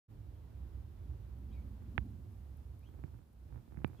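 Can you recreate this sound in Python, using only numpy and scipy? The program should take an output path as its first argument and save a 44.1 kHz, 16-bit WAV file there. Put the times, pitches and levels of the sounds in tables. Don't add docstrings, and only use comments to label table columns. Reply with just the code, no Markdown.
import sys
import numpy as np
from scipy import signal
from scipy.fft import rfft, irfft
from scipy.io import wavfile
from scipy.ndimage import uniform_filter1d

SR = 44100
rng = np.random.default_rng(int(sys.argv[2]) if len(sys.argv) > 2 else 0)


def materialize(psi):
    bounded = np.clip(np.atleast_2d(psi).T, -1, 1)
    quanta = np.round(bounded * 32767).astype(np.int16)
    wavfile.write(sys.argv[1], SR, quanta)


N = 176400
T = np.arange(N) / SR

# (time [s], snap [dB], crack [dB], thump [dB], thump pitch [ratio])
TAPS = [(1.9794, -33.5, -15, -24, 0.79), (3.0384, -35.5, -39.5, -32.5, 1.13),
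        (3.7719, -45, -42, -33.5, 1.15), (3.8455, -15.5, -20.5, -25.5, 1.034)]
def taps(hard_top_hz=3450, soft_top_hz=2120, top_hz_per_db=41):
    out = np.zeros(N)
    hardest_db = max(row[2] for row in TAPS)
    for start_s, snap_db, crack_db, thump_db, pitch in TAPS:
        top_hz = max(hard_top_hz - top_hz_per_db * (hardest_db - crack_db), soft_top_hz)
        add(out, start_s, lowpass(contact(snap_db, crack_db, thump_db, pitch), top_hz, order=7))
    return out


# (time [s], level [dB])
SLIPS = [(1.822, -45), (2.889, -44.5), (2.94, -47), (2.991, -44.5), (3.143, -46), (3.49, -50),
         (3.525, -42.5), (3.543, -47), (3.555, -57), (3.559, -41.5), (3.576, -46), (3.678, -48),
         (3.71, -48), (3.722, -42.5), (3.732, -50), (3.744, -43.5), (3.763, -46), (3.789, -43.5),
         (3.803, -49), (3.818, -42.5), (3.876, -44.5), (3.895, -50), (3.914, -49), (3.932, -43),
         (3.947, -43.5), (3.993, -45.5)]
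# (start [s], length [s], level [dB])
GRIP_SHIFTS = [(2.932, 0.16, -54.5), (3.13, 0.087, -55), (3.481, .12, -51), (3.75, 0.16, -49.5)]
def creaks(slips_per_s=120, scatter_db=6.5, top_hz=2120):
    pushes = np.zeros(N)
    for start_s, db in SLIPS:
        add(pushes, start_s, undb([db]))
    for start_s, length_s, db in GRIP_SHIFTS:
        gaps, sizes = rng.random((40, 2)).T
        delays_s = np.cumsum(.25 + 1.5 * gaps) / slips_per_s
        for delay_s, offset_db in zip(delays_s, scatter_db * (1 - 2 * sizes)):
            if delay_s < length_s:
                add(pushes, start_s + delay_s, undb([db + offset_db]))
    slip = contact(snap_db=0, crack_db=-6, thump_db=-1, pitch=1.03)
    return lowpass(signal.fftconvolve(pushes, slip)[:N], top_hz, order=6)


# (frequency [Hz], level [dB], t60 [s])
THUMP_MODES = [(79, -12.5, 0.15), (131.6, 3.5, 0.04), (240, -7, 0.014), (363, -14.5, 0.021)]
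# (frequency [Hz], level [dB], t60 [s])
CRACK_MODES = [(904, -18, 0.011), (1380, -20, 0.004), (1713, -2.5, 0.0054), (2050, -9.5, 0.0058),
               (2360, -13.5, 0.0062), (3300, -23.5, 0.012)]
def contact(snap_db, crack_db, thump_db, pitch, snap_hz=172, thump_lag_s=0.0028, thump_top_hz=393):
    t = T[:SR // 4]
    snap = -np.cos(2 * np.pi * snap_hz * t) * decay(t, t60_s=0.017)
    crack = ring(CRACK_MODES, t)
    late_ring = np.interp(t - thump_lag_s, t, ring(THUMP_MODES, t, pitch))
    thump = lowpass(late_ring, thump_top_hz, order=4)
    return undb(snap_db) * snap + undb(crack_db) * crack + undb(thump_db) * thump


# (centre [Hz], width [Hz], gain [dB])
CASE_BANDS = [(193, 92, 3.5), (590, 205, -5), (920, 180, 4.5), (1100, 99, -1.5), (1300, 260, 0.5),
              (3350, 480, -3.5)]
def fingers(leak_db=-37, leak_top_hz=220):
    right = taps() + creaks()
    for hz, width_hz, db in CASE_BANDS:
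        band = signal.lfilter(*signal.iirpeak(hz, hz / width_hz, fs=SR), right)
        right = right + (undb(db) - 1) * band
    left = undb(leak_db) * lowpass(right, leak_top_hz, order=2)
    return np.array([left, right])


# (time [s], level [dB])
TICKS = [(1.386, -68), (2.1073, -67), (2.3203, -71), (2.4071, -71), (2.5059, -72), (2.571, -61.5),
         (2.792, -65), (3.3295, -68), (3.8768, -59)]
def ticks(centre_hz=11650, width_hz=3700, decay_s=0.0027, faint_count=14, faint_db=-76, right_db=-18):
    envelope = np.zeros(N)
    pulse = np.exp(-T[:SR // 10] / decay_s)
    for start_s, db in TICKS:
        add(envelope, start_s, undb(db) * pulse)
    first_s, last_s = TICKS[0][0], TICKS[-1][0]
    for place, size in rng.random((faint_count, 2)):
        add(envelope, first_s + place * (last_s - first_s), undb(faint_db) * size * pulse)
    baseband = lowpass(rng.standard_normal((2, N)), width_hz / 2, order=2)
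    fizz = unit(baseband * np.cos(2 * np.pi * centre_hz * T))
    return envelope * fizz * undb([[0], [right_db]])


# (frequency [Hz], relative density [dB])
RUMBLE_SPECTRUM = [(15, -52), (30, -30.5), (43, -2.5), (54, -3.5), (62, 5), (70, 1), (85, -5.5), (115, -7),
                   (150, -19.5), (220, -26.5), (330, -24.5), (480, -41), (900, -70.5)]
# (time [s], level [dB])
RUMBLE_LEVEL = [(.1, -47.5), (.4, -50), (.65, -45), (.9, -50), (1.1, -43.5), (1.3, -48.5), (1.55, -46.5),
                (1.798, -49.5), (2.05, -45.5), (2.4, -50), (2.75, -50), (3.0, -51.5), (3.08, -49),
                (3.19, -48.5), (3.259, -64.5), (3.45, -50), (3.55, -48.5), (3.681, -61), (3.85, -47.5),
                (4, -53.5)]
def rumble(left_lag_s=0.000392):
    left, right = bed(RUMBLE_SPECTRUM, RUMBLE_LEVEL, right_bias_db=5, side_db=-19.5, flutter_db=0.08)
    return np.array([np.interp(T - left_lag_s, T, left), right])


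# (frequency [Hz], relative density [dB])
DRONE_SPECTRUM = [(90, 10), (150, -1.5), (220, 5), (290, -4), (360, -17.5), (480, -35.5), (900, -53.5)]
# (time [s], level [dB])
DRONE_LEVEL = [(0, -68), (1.1, -78), (1.45, -51.5), (1.75, -53.5), (2.03, -46), (2.251, -54.5), (2.55, -69),
               (4, -61.5)]
def drone():
    return bed(DRONE_SPECTRUM, DRONE_LEVEL, right_bias_db=1.5, side_db=-18, flutter_db=.35)


# (frequency [Hz], relative density [dB])
AIR_SPECTRUM = [(60, -12.5), (150, 8), (330, 0), (480, -2), (700, -6), (1000, -9), (2000, -18.5),
                (4000, -23.5), (8000, -34), (15000, -26)]
# (time [s], level [dB])
AIR_LEVEL = [(.1, -66.5), (.7, -65.5), (1.9, -65), (2.4, -67), (3.1, -67.5), (3.3, -72), (3.55, -67),
             (3.7, -69), (4, -65)]
def air():
    return bed(AIR_SPECTRUM, AIR_LEVEL, right_bias_db=3.5, side_db=-1.5, flutter_db=.35)


# (start [s], length [s], start pitch [Hz], end pitch [Hz], level [dB], rasp [share of pitch])
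CHIRPS = [(.33, 0.063, 3200, 3300, -86.5, 0.034), (.95, 0.072, 3450, 3500, -89, 0.013),
          (1.501, 0.054, 3050, 4000, -77.5, 0.051), (1.508, 0.067, 2380, 2520, -77, 0.053),
          (1.555, 0.038, 2255, 2230, -74, 0.0091), (2.822, 0.031, 2350, 2740, -78, 0.013),
          (2.845, 0.0473, 2900, 3350, -75.5, 0.026), (3.857, 0.026, 2400, 2320, -74, .01),
          (3.97, 0.036, 3420, 3210, -75.5, 0.019), (3.986, 0.026, 2710, 2600, -74, 0.014)]
def birds(rasp_hz=692, octave_db=-14, echo_db=-2.5, echo_t60_s=.2):
    song = np.zeros(N)
    waver = walk(rasp_hz)
    for start_s, length_s, from_hz, to_hz, db, rasp in CHIRPS:
        progress = np.linspace(0, 1, int(length_s * SR))
        glide_hz = from_hz + (to_hz - from_hz) * np.sin(np.pi / 2 * progress) ** 2
        jitter = rasp * np.roll(waver, -int(start_s * SR))[:len(progress)]
        phase = 2 * np.pi * np.cumsum(glide_hz * (1 + jitter)) / SR
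        whistle = np.sin(phase) + undb(octave_db) * np.sin(2 * phase)
        envelope = np.sqrt(np.abs(np.sin(np.pi * progress)))
        add(song, start_s, undb(db) * envelope * whistle)
    trees = rng.standard_normal((2, SR)) * decay(T[:SR], echo_t60_s)
    echoes = np.array([signal.fftconvolve(song, tail / np.linalg.norm(tail))[:N] for tail in trees])
    return song + undb(echo_db) * echoes


# (frequency [Hz], relative density [dB])
HISS_SPECTRUM = [(1000, -2), (4000, 0), (7500, -1.5), (9500, -1), (12000, .8), (15500, -.5)]
# (time [s], level [dB])
HISS_LEVEL = [(0, -82.5), (1.4, -81), (2.3, -79), (3.1, -79.5), (3.35, -82), (3.55, -79.5), (4, -78.5)]
def hiss(right_db=-2.1):
    pair = np.array([noise(HISS_SPECTRUM), undb(right_db) * noise(HISS_SPECTRUM)])
    return pair * undb(level_db(HISS_LEVEL))


def bed(spectrum, curve, right_bias_db, side_db, flutter_db):
    mid = noise(spectrum)
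    side = undb(side_db) * noise(spectrum)
    pair = np.array([mid + side, mid - side]) / np.hypot(1, undb(side_db))
    envelope = undb(level_db(curve) + flutter_db * walk(rate_hz=10))
    return pair * envelope * undb([[-right_bias_db / 2], [right_bias_db / 2]])


def noise(spectrum):
    hz, db = np.array(spectrum).T
    bins_hz = np.maximum(np.fft.rfftfreq(N, 1 / SR), 1)
    gain = undb(np.interp(np.log(bins_hz), np.log(hz), db))
    return unit(irfft(rfft(rng.standard_normal(N)) * gain, N))


def walk(rate_hz):
    hold = int(SR / rate_hz)
    steps = np.repeat(rng.standard_normal(N // hold + 1), hold)
    return unit(uniform_filter1d(steps, hold)[:N])


def ring(modes, t, pitch=1):
    return sum(undb(db) * np.sin(2 * np.pi * hz * pitch * t) * decay(t, t60_s) for hz, db, t60_s in modes)


def decay(t, t60_s):
    return np.exp(-np.log(1000) * t / t60_s)


def level_db(curve):
    return np.interp(T, *np.array(curve).T)


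def lowpass(x, hz, order):
    return signal.sosfilt(signal.butter(order, hz, fs=SR, output="sos"), x)


def add(out, start_s, sound):
    i = int(np.clip(start_s * SR, 0, N - 1))
    out[i:i + len(sound)] += sound[:N - i]


def undb(db):
    return 10 ** (np.asarray(db) / 20)


def unit(x):
    return x / np.sqrt(np.mean(x ** 2))


def scene():
    return rumble() + air() + drone() + hiss() + birds() + ticks() + fingers()


def record(dry, open_s=0.081, fade_s=0.026, low_cut_hz=46.6, top_hz=15500):
    fade_in = np.clip((T - open_s) / fade_s, 0, 1)
    thinned = signal.sosfilt(signal.butter(4, low_cut_hz, "high", fs=SR, output="sos"), dry * fade_in)
    return signal.sosfilt(signal.ellip(10, .2, 70, top_hz, fs=SR, output="sos"), thinned)


dry = scene()
out = record(dry)
materialize(out)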